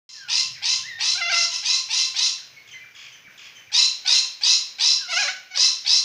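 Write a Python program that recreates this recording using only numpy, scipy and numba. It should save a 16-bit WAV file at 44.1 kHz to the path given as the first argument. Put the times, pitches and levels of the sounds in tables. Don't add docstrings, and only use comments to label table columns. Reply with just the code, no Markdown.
import sys
import numpy as np
from scipy import signal
from scipy.fft import rfft, irfft
from scipy.io import wavfile
from scipy.ndimage import uniform_filter1d, minimum_filter1d
from numba import njit

SR = 44100
rng = np.random.default_rng(int(sys.argv[2]) if len(sys.argv) > 2 else 0)


def dump_mix(stems):
    frames = np.atleast_2d(stems).T
    limited = np.clip(frames, -1, 1)
    pcm = np.round(limited * 32767).astype(np.int16)
    wavfile.write(sys.argv[1], SR, pcm)


def amplitude_ratio(level_db):
    exponent = np.asarray(level_db, float) / 20
    return 10 ** exponent


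N = 266540

# frequency_hz, density_db [dB per Hz]
AIR_COLOUR = [(18, -63), (30, -25), (108, -14.5), (379, -13.5), (900, -13.5), (1400, -12), (2400, -3),
              (4190, -16), (6210, -11.5), (7800, -33.5), (13700, -31.5), (14700, -14.5), (15600, -12.5)]
# time_s, level_db
HUM_LEVEL = [(.09, -72), (.45, -54), (1.6, -62.5), (2.24, -75), (2.46, -66), (3.69, -66), (3.95, -76),
             (6.04, -74)]
# start_s, peak_db, pitch_hz, t60_s
HANDLING_KNOCKS = [
    (2.475, -36, 3000, 0.0036),
    (3.25, -53, 274, 0.041),
    (3.28, -50, 197.5, 0.068),
]
# start_s, length_s, from_hz, to_hz, level_db
STRAY_NOTES = [
    (0.533, 0.057, 2390, 1390, -53),
    (0.554, 0.031, 2660, 1866, -46.5),
    (2.368, 0.037, 2344, 1310, -55),
    (2.565, 0.028, 2188, 2163, -45.5),
    (2.734, 0.041, 2113, 2017, -45.5),
]
# start_s, held_s, drop_after_s, level_db
HIGH_SONG_NOTES = [
    (2.712, 0.02, .014, -46),
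    (3.121, 0.025, 0.019, -50.5),
    (3.552, 0.03, .017, -50),
]
LOW_SONG_NOTES = [
    (2.789, 0.08, 0.039, -50),
    (3.244, 0.031, 0.021, -50),
    (3.664, 0.022, .029, -52.5),
]
# held_from_hz, held_to_hz, drop_from_hz, drop_to_hz, drop_s
HIGH_NOTE, LOW_NOTE = (3140, 2960, 3050, 1500, .022), (2376, 2315, 2215, 1305, .025)
# start_s, chips [count, whole part], level_db
CHIP_TRILLS = [
    (2.675, 1.49, -50),
    (2.949, 5.4, -46.5),
    (3.378, 4.5, -47),
]
# start_s, length_s, from_hz, to_hz, top_level_db
PARROT_WHISTLES = [
    (.14, 0.16, 1850, 1348, -44),
    (.828, 0.059, 1596, 2100, -38),
    (.872, 0.067, 2090, 1797, -33.5),
    (.942, 0.073, 1782, 1880, -35),
    (4.985, 0.093, 1702, 1330, -42),
]
# start_s, length_s, pitch_hz, level_db, fade_db [change over the note]
SQUAWK_NOTES = [(1.151, 0.026, 710, -48, 0), (1.178, .032, 788, -40, -5), (1.206, 0.091, 690.3, -40, 2),
                (1.288, 0.029, 794, -34, -3), (1.319, .14, 683, -37.5, -8), (4.047, .052, 748, -50, 3),
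                (4.099, 0.037, 589, -54.5, -3), (4.138, 0.13, 470, -59.5, -8.5),
                (5.084, 0.022, 716, -48, 5), (5.106, 0.018, 756, -40.5, 0),
                (5.128, 0.036, 671.5, -37.5, -4), (5.166, .018, 728, -34.5, 2.5),
                (5.184, .042, 832.5, -32.5, -3), (5.222, 0.017, 702, -36.5, -6),
                (5.242, .04, 570, -42.5, -4.5), (5.278, 0.031, 745.5, -39.5, 0.5),
                (5.507, 0.066, 742, -54, 6), (5.562, 0.048, 550, -41.5, -19), (5.615, .11, 453, -60.5, -3)]
# frequency_hz, level_db
SQUAWK_COLOUR = [(400, -2.5), (700, -7.5), (1400, 0.5), (2100, 3), (2750, 3.5), (3400, -3.5), (4500, -5),
                 (6000, -5.5), (8000, -21)]
# start_s, length_s, level_db, closed [share the tract starts shut], open_db [upper beak resonance]
COCKATOO_CALLS = [(.06, 0.16, -40, 0.013, 0.5), (0.277, 0.16, -19, 0.28, -1),
                  (.615, 0.16, -19.5, 0.32, -2.5), (0.984, 0.17, -19.5, 0.35, -2.5),
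                  (1.291, .18, -19.5, .25, 0), (1.5, 0.095, -24, .12, -1.5), (1.626, 0.17, -19, 0.29, -2.5),
                  (1.886, 0.18, -19.5, 0.28, -2.5), (2.141, .16, -18.5, 0.33, -2),
                  (3.716, 0.15, -14.5, 0.27, -5), (4.048, 0.16, -15, .3, -5),
                  (4.408, .162, -15, 0.28, -3.5), (4.782, 0.17, -15.5, 0.33, -3.5),
                  (5.089, 0.19, -24, 0.088, -1), (5.545, 0.15, -14.5, 0.27, -2),
                  (5.846, .16, -15, 0.32, -0.5)]
# centre_hz, level_db
THROAT_BEAK = [(1060, -22.5), (1450, -30), (2100, -21), (2750, -11.5), (3150, -14.5), (3600, -10.5),
               (4130, 4), (4800, -2.5), (5400, -0.5), (6100, -2.5), (6750, -5), (7250, -13.5), (8400, -22),
               (10300, -33.5)]
THROAT_BEAK_WIDTH = [200, 400, 280, 320, 300, 500, 270, 500, 560, 450, 440, 400, 1100, 2000]
SYRINX_HALVES = [1050.8, 1353]


def rms_one(x):
    return x / np.sqrt(np.mean(x ** 2) + 1e-20)


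def drift(rate_hz):
    low = signal.butter(2, rate_hz, fs=SR, output="sos")
    return rms_one(signal.sosfilt(low, rng.standard_normal(N)))


def phase(hz):
    return 2 * np.pi * np.cumsum(hz) / SR


def phrase(rows, fade_s):
    s, *columns = np.transpose(rows)
    end_s = s[-1] + fade_s
    where = np.arange(int(s[0] * SR), min(N, int(end_s * SR)))
    t = where / SR
    fade = np.clip((t - s[0]) / 0.0041, 0, 1) * np.clip((end_s - t) / fade_s, 0, 1)
    return where, t - s[0], fade, [np.interp(t, s, c) for c in columns]


def air(level_db=-51.5):
    hz = np.fft.rfftfreq(N, 1 / SR) + 1
    points = np.array(AIR_COLOUR)
    colour = amplitude_ratio(np.interp(np.log(hz), np.log(points[:, 0]), points[:, 1]))
    hiss = rms_one(irfft(rfft(rng.standard_normal(N)) * colour, N))
    settle_db = -14 * np.exp(-(np.arange(N) / SR / 0.21) ** 2)
    return amplitude_ratio(level_db + settle_db + 1.2 * drift(3.6)) * hiss


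def hum(centre_hz=125, width_hz=30):
    s, db = np.transpose(HUM_LEVEL)
    band = signal.butter(2, [centre_hz - width_hz, centre_hz + width_hz], "band", fs=SR, output="sos")
    drone = rms_one(signal.sosfilt(band, rng.standard_normal(N)))
    turning_db = np.interp(np.arange(N) / SR, s, db)
    return amplitude_ratio(turning_db - 4.5 + 2 * drift(6.3)) * drone


def knocks():
    out = np.zeros(N)
    for s, db, hz, t60_s in HANDLING_KNOCKS:
        t = np.arange(int(t60_s * SR)) / SR
        i = int(s * SR)
        out[i:i + len(t)] += amplitude_ratio(db - 60 * t / t60_s) * np.sin(2 * np.pi * hz * t)
    return out


def add_song_note(out, start_s, length_s, from_hz, to_hz, db, octave_db, under_db=-60):
    part = np.arange(int(length_s * SR)) / (length_s * SR)
    hoarse = 1 + .045 * rms_one(uniform_filter1d(rng.standard_normal(len(part)), size=12))
    turns = phase(from_hz * (to_hz / from_hz) ** part * hoarse)
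    wave = np.sin(turns) + amplitude_ratio(octave_db) * np.sin(2 * turns)
    wave += amplitude_ratio(under_db) * (np.sin(turns / 2) + np.sin(3 * turns / 2))
    i = int(start_s * SR)
    out[i:i + len(part)] += amplitude_ratio(db + 3) * np.sin(np.pi * part) ** .3 * wave


def add_two_part_notes(out, notes, shape, octave_db, drop_db):
    held_from_hz, held_to_hz, drop_from_hz, drop_to_hz, drop_s = shape
    for s, held_s, after_s, db in notes:
        add_song_note(out, s, held_s, held_from_hz, held_to_hz, db, octave_db)
        add_song_note(out, s + after_s, drop_s, drop_from_hz, drop_to_hz, db + drop_db, octave_db=-29)


def songbird(chip_gap_s=.0255):
    out = np.zeros(N)
    for note in STRAY_NOTES:
        add_song_note(out, *note, octave_db=-13.0)
    add_two_part_notes(out, HIGH_SONG_NOTES, HIGH_NOTE, octave_db=-3.5, drop_db=-.5)
    add_two_part_notes(out, LOW_SONG_NOTES, LOW_NOTE, octave_db=-22, drop_db=-1.2)
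    for start_s, chips, db in CHIP_TRILLS:
        for k in range(int(chips)):
            s = start_s + k * chip_gap_s
            add_song_note(out, s, .008, 3550, 3150, db + rng.normal(0, 1.5), octave_db=-9, under_db=-10)
            add_song_note(out, s + 0.011, .015, 3150, 2000, db + 0.3, octave_db=-4.5, under_db=-16.5)
    return out


def whistles(edge_db=-14):
    out, hoarse = np.zeros(N), drift(90)
    for s, length_s, from_hz, to_hz, db in PARROT_WHISTLES:
        middle = (s + 0.55 * length_s, np.sqrt(from_hz * to_hz), db)
        rows = [(s, from_hz, db + edge_db), middle, (s + length_s, to_hz, db - 6.0)]
        where, t, fade, (hz, level_db) = phrase(rows, fade_s=0.0073)
        turns = phase(hz * (1 + .015 * hoarse[where]))
        tone = np.sin(turns) + amplitude_ratio(-9) * np.sin(2 * turns)
        out[where] += amplitude_ratio(level_db + 2 + 3 * hoarse[where]) * fade * tone
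    return out


def squawks(rough_db=3.0, register_glide_s=.014, droop_per_s=.6, growl_below_hz=540, growl_jitter=.12):
    out, tone, unsteady = np.zeros(N), np.array(SQUAWK_COLOUR), drift(146)
    s, length_s, pitch_hz, db, fade_db = np.transpose(SQUAWK_NOTES)
    t, glide = np.arange(N) / SR, int(register_glide_s * SR)
    note = np.minimum(np.searchsorted(s + length_s, t), len(s) - 1)
    part = (t - s[note]) / length_s[note]
    droop = droop_per_s * length_s[note] * np.clip(part - .5, -.5, .5) * (pitch_hz[note] > 775)
    level_db = db[note] + fade_db[note] * np.clip(part, 0, 1)
    gain = uniform_filter1d(amplitude_ratio(level_db) * (part > 0) * (part < 1), size=glide)
    on = gain > 1e-7
    hz = uniform_filter1d(pitch_hz[note] * (1 - droop), size=glide)[on]
    jitter = .012 + growl_jitter * (hz < growl_below_hz)
    turns = phase(hz * (1 + jitter * unsteady[on]))
    thin_db = -7 * np.clip((hz - 740) / 40, 0, 1)
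    for k in range(1, 10):
        colour_db = np.interp(np.log(k * hz), np.log(tone[:, 0]), tone[:, 1])
        colour_db += thin_db * ((k > 3) + .4 * (k == 1))
        flicker_db = rough_db * drift(42)[on]
        out[on] += amplitude_ratio(colour_db + 7.5 + flicker_db) * gain[on] * np.sin(k * turns)
    return out


def breath(start_s, length_s, db):
    end_s = start_s + length_s
    return [(start_s, db - 13), (start_s + 0.03, db - 3), (start_s + 0.51 * length_s, db),
            (end_s - 0.035, db - 1), (end_s, db - 10)]


def syrinx(t, opening, wobble, sizes, jitter=.035):
    chaos, out = 1 - np.exp(-t / .025), 0
    pulse_gain = amplitude_ratio(5.5 * chaos * np.minimum(sizes, 2))
    for pulse_hz, unsteady in zip(SYRINX_HALVES, wobble):
        cycles = np.cumsum(pulse_hz * opening * (1 + jitter * chaos * unsteady)) / SR
        joins = chaos if pulse_hz > SYRINX_HALVES[0] else 1
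        out = out + joins * np.diff(np.floor(cycles), prepend=0) * pulse_gain
    return rms_one(out), chaos


@njit
def moving_resonance(x, radius, turn):
    y = np.zeros(len(x))
    for i in range(2, len(x)):
        driven = (1 - radius ** 2) / 2 * (x[i] - x[i - 2])
        y[i] = driven + 2 * radius * np.cos(turn[i]) * y[i - 1] - radius ** 2 * y[i - 2]
    return y


def screeches(hiss=1.0, throb_db=2.0, patchy_db=2.5):
    out, wobble, throb = np.zeros(N), np.array([drift(500), drift(500)]), drift(140)
    chance, patches, waver = rng.standard_normal((2, N)), [drift(67) for _ in THROAT_BEAK], drift(30)
    for start_s, length_s, peak_db, closed, open_db in COCKATOO_CALLS:
        where, t, fade, (level_db,) = phrase(breath(start_s, length_s, peak_db), fade_s=0.0087)
        softer_db = peak_db + 11.5
        lower_db = 3.5 - 0.2046 * max(softer_db, -9.5)
        treble_db = 2.5 + 0.46 * max(softer_db, -6.5)
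        facing = np.clip(1 + .17 * (peak_db + 15.5), 0, 1)

        opening = 1.003 * (1 - closed * np.exp(-t / .035)) * (1 + .008 * waver[where])
        pulses, chaos = syrinx(t, opening, wobble[:, where], chance[0, where])
        source = (pulses + hiss * chaos * chance[1, where]) * amplitude_ratio(throb_db * throb[where])

        catches = phase(78 * (1 + .15 * waver[where]))
        flutter = np.sin(catches) + .4 * np.cos(2 * catches + np.pi)
        flutter_db = 8 * facing * np.exp(-t / .3) * flutter
        upper_db = open_db + 4.5 - 16.5 * np.exp(-t / 0.022) + flutter_db
        main_db = -16.5 * np.exp(-t / 0.041) + 4.5 * facing ** 2

        voice = 0
        for k, (hz, db) in enumerate(THROAT_BEAK):
            turn = 2 * np.pi * hz * opening / SR
            radius = np.exp(-np.pi * THROAT_BEAK_WIDTH[k] / SR)
            ring = moving_resonance(moving_resonance(source, radius, turn), radius, turn)
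            muffled_db = 60 * closed * np.exp(-t / 0.0051) * max(1 - hz / 3500, -.25)
            mode_db = db + muffled_db + patchy_db * patches[k][where]
            if hz < 3700:
                mode_db = mode_db + lower_db
            if 3700 < hz < 4700:
                mode_db = mode_db + main_db
            if 4700 < hz < 6400:
                mode_db = mode_db + upper_db
            if 5100 < hz < 5700:
                mode_db = mode_db + 3 * facing ** 2
            if hz > 6500:
                mode_db = mode_db + treble_db
            voice = voice + (-1) ** k * amplitude_ratio(mode_db) * ring
        even = np.sqrt(uniform_filter1d(voice ** 2, size=2000))
        out[where] += voice / even * amplitude_ratio(level_db - 2.5) * fade
    return out


def yard(x, t60_s, bright_t60_s, gap_s):
    t = np.arange(int(.9 * SR)) / SR
    noise = rng.standard_normal(len(t))
    dull = signal.sosfilt(signal.butter(2, 4800, fs=SR, output="sos"), noise)
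    tail = dull * amplitude_ratio(-60 * t / t60_s) + (noise - dull) * amplitude_ratio(-60 * t / bright_t60_s)
    tail *= np.clip(t / gap_s, 0, 1)
    return signal.fftconvolve(x, tail / np.sqrt(np.sum(tail ** 2)))[:N]


def scene():
    floor = air() + hum() + knocks()
    far = songbird()
    other = squawks() + whistles()
    near = screeches()
    walls = yard(amplitude_ratio(0.5) * near + amplitude_ratio(-6.5) * other, t60_s=0.51, bright_t60_s=0.41, gap_s=0.0028)
    distance = amplitude_ratio(2.5) * yard(far, t60_s=.48, bright_t60_s=.4, gap_s=.01)
    return (near + other + far + walls + distance + floor)[None]


def low_pass(x):
    return signal.sosfilt(signal.butter(12, 16660, fs=SR, output="sos"), x)


def record(dry):
    thump = signal.sosfilt(signal.butter(2, [25, 70], "band", fs=SR, output="sos"), dry ** 2)
    room_left = np.minimum(1, .6 / (np.abs(dry) + 1e-9))
    held = dry * uniform_filter1d(minimum_filter1d(room_left, size=89), size=89)
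    bent = held - .07 * held ** 3 + .025 * thump
    cut = signal.sosfilt(signal.cheby2(12, 70, 16150, fs=SR, output="sos"), bent)
    sample = np.arange(N)
    running = (sample > 0.091 * SR) * np.clip((N - sample) / 130, 0, 1)
    return low_pass(cut * running)


dry = scene()
out = record(dry)
dump_mix(out)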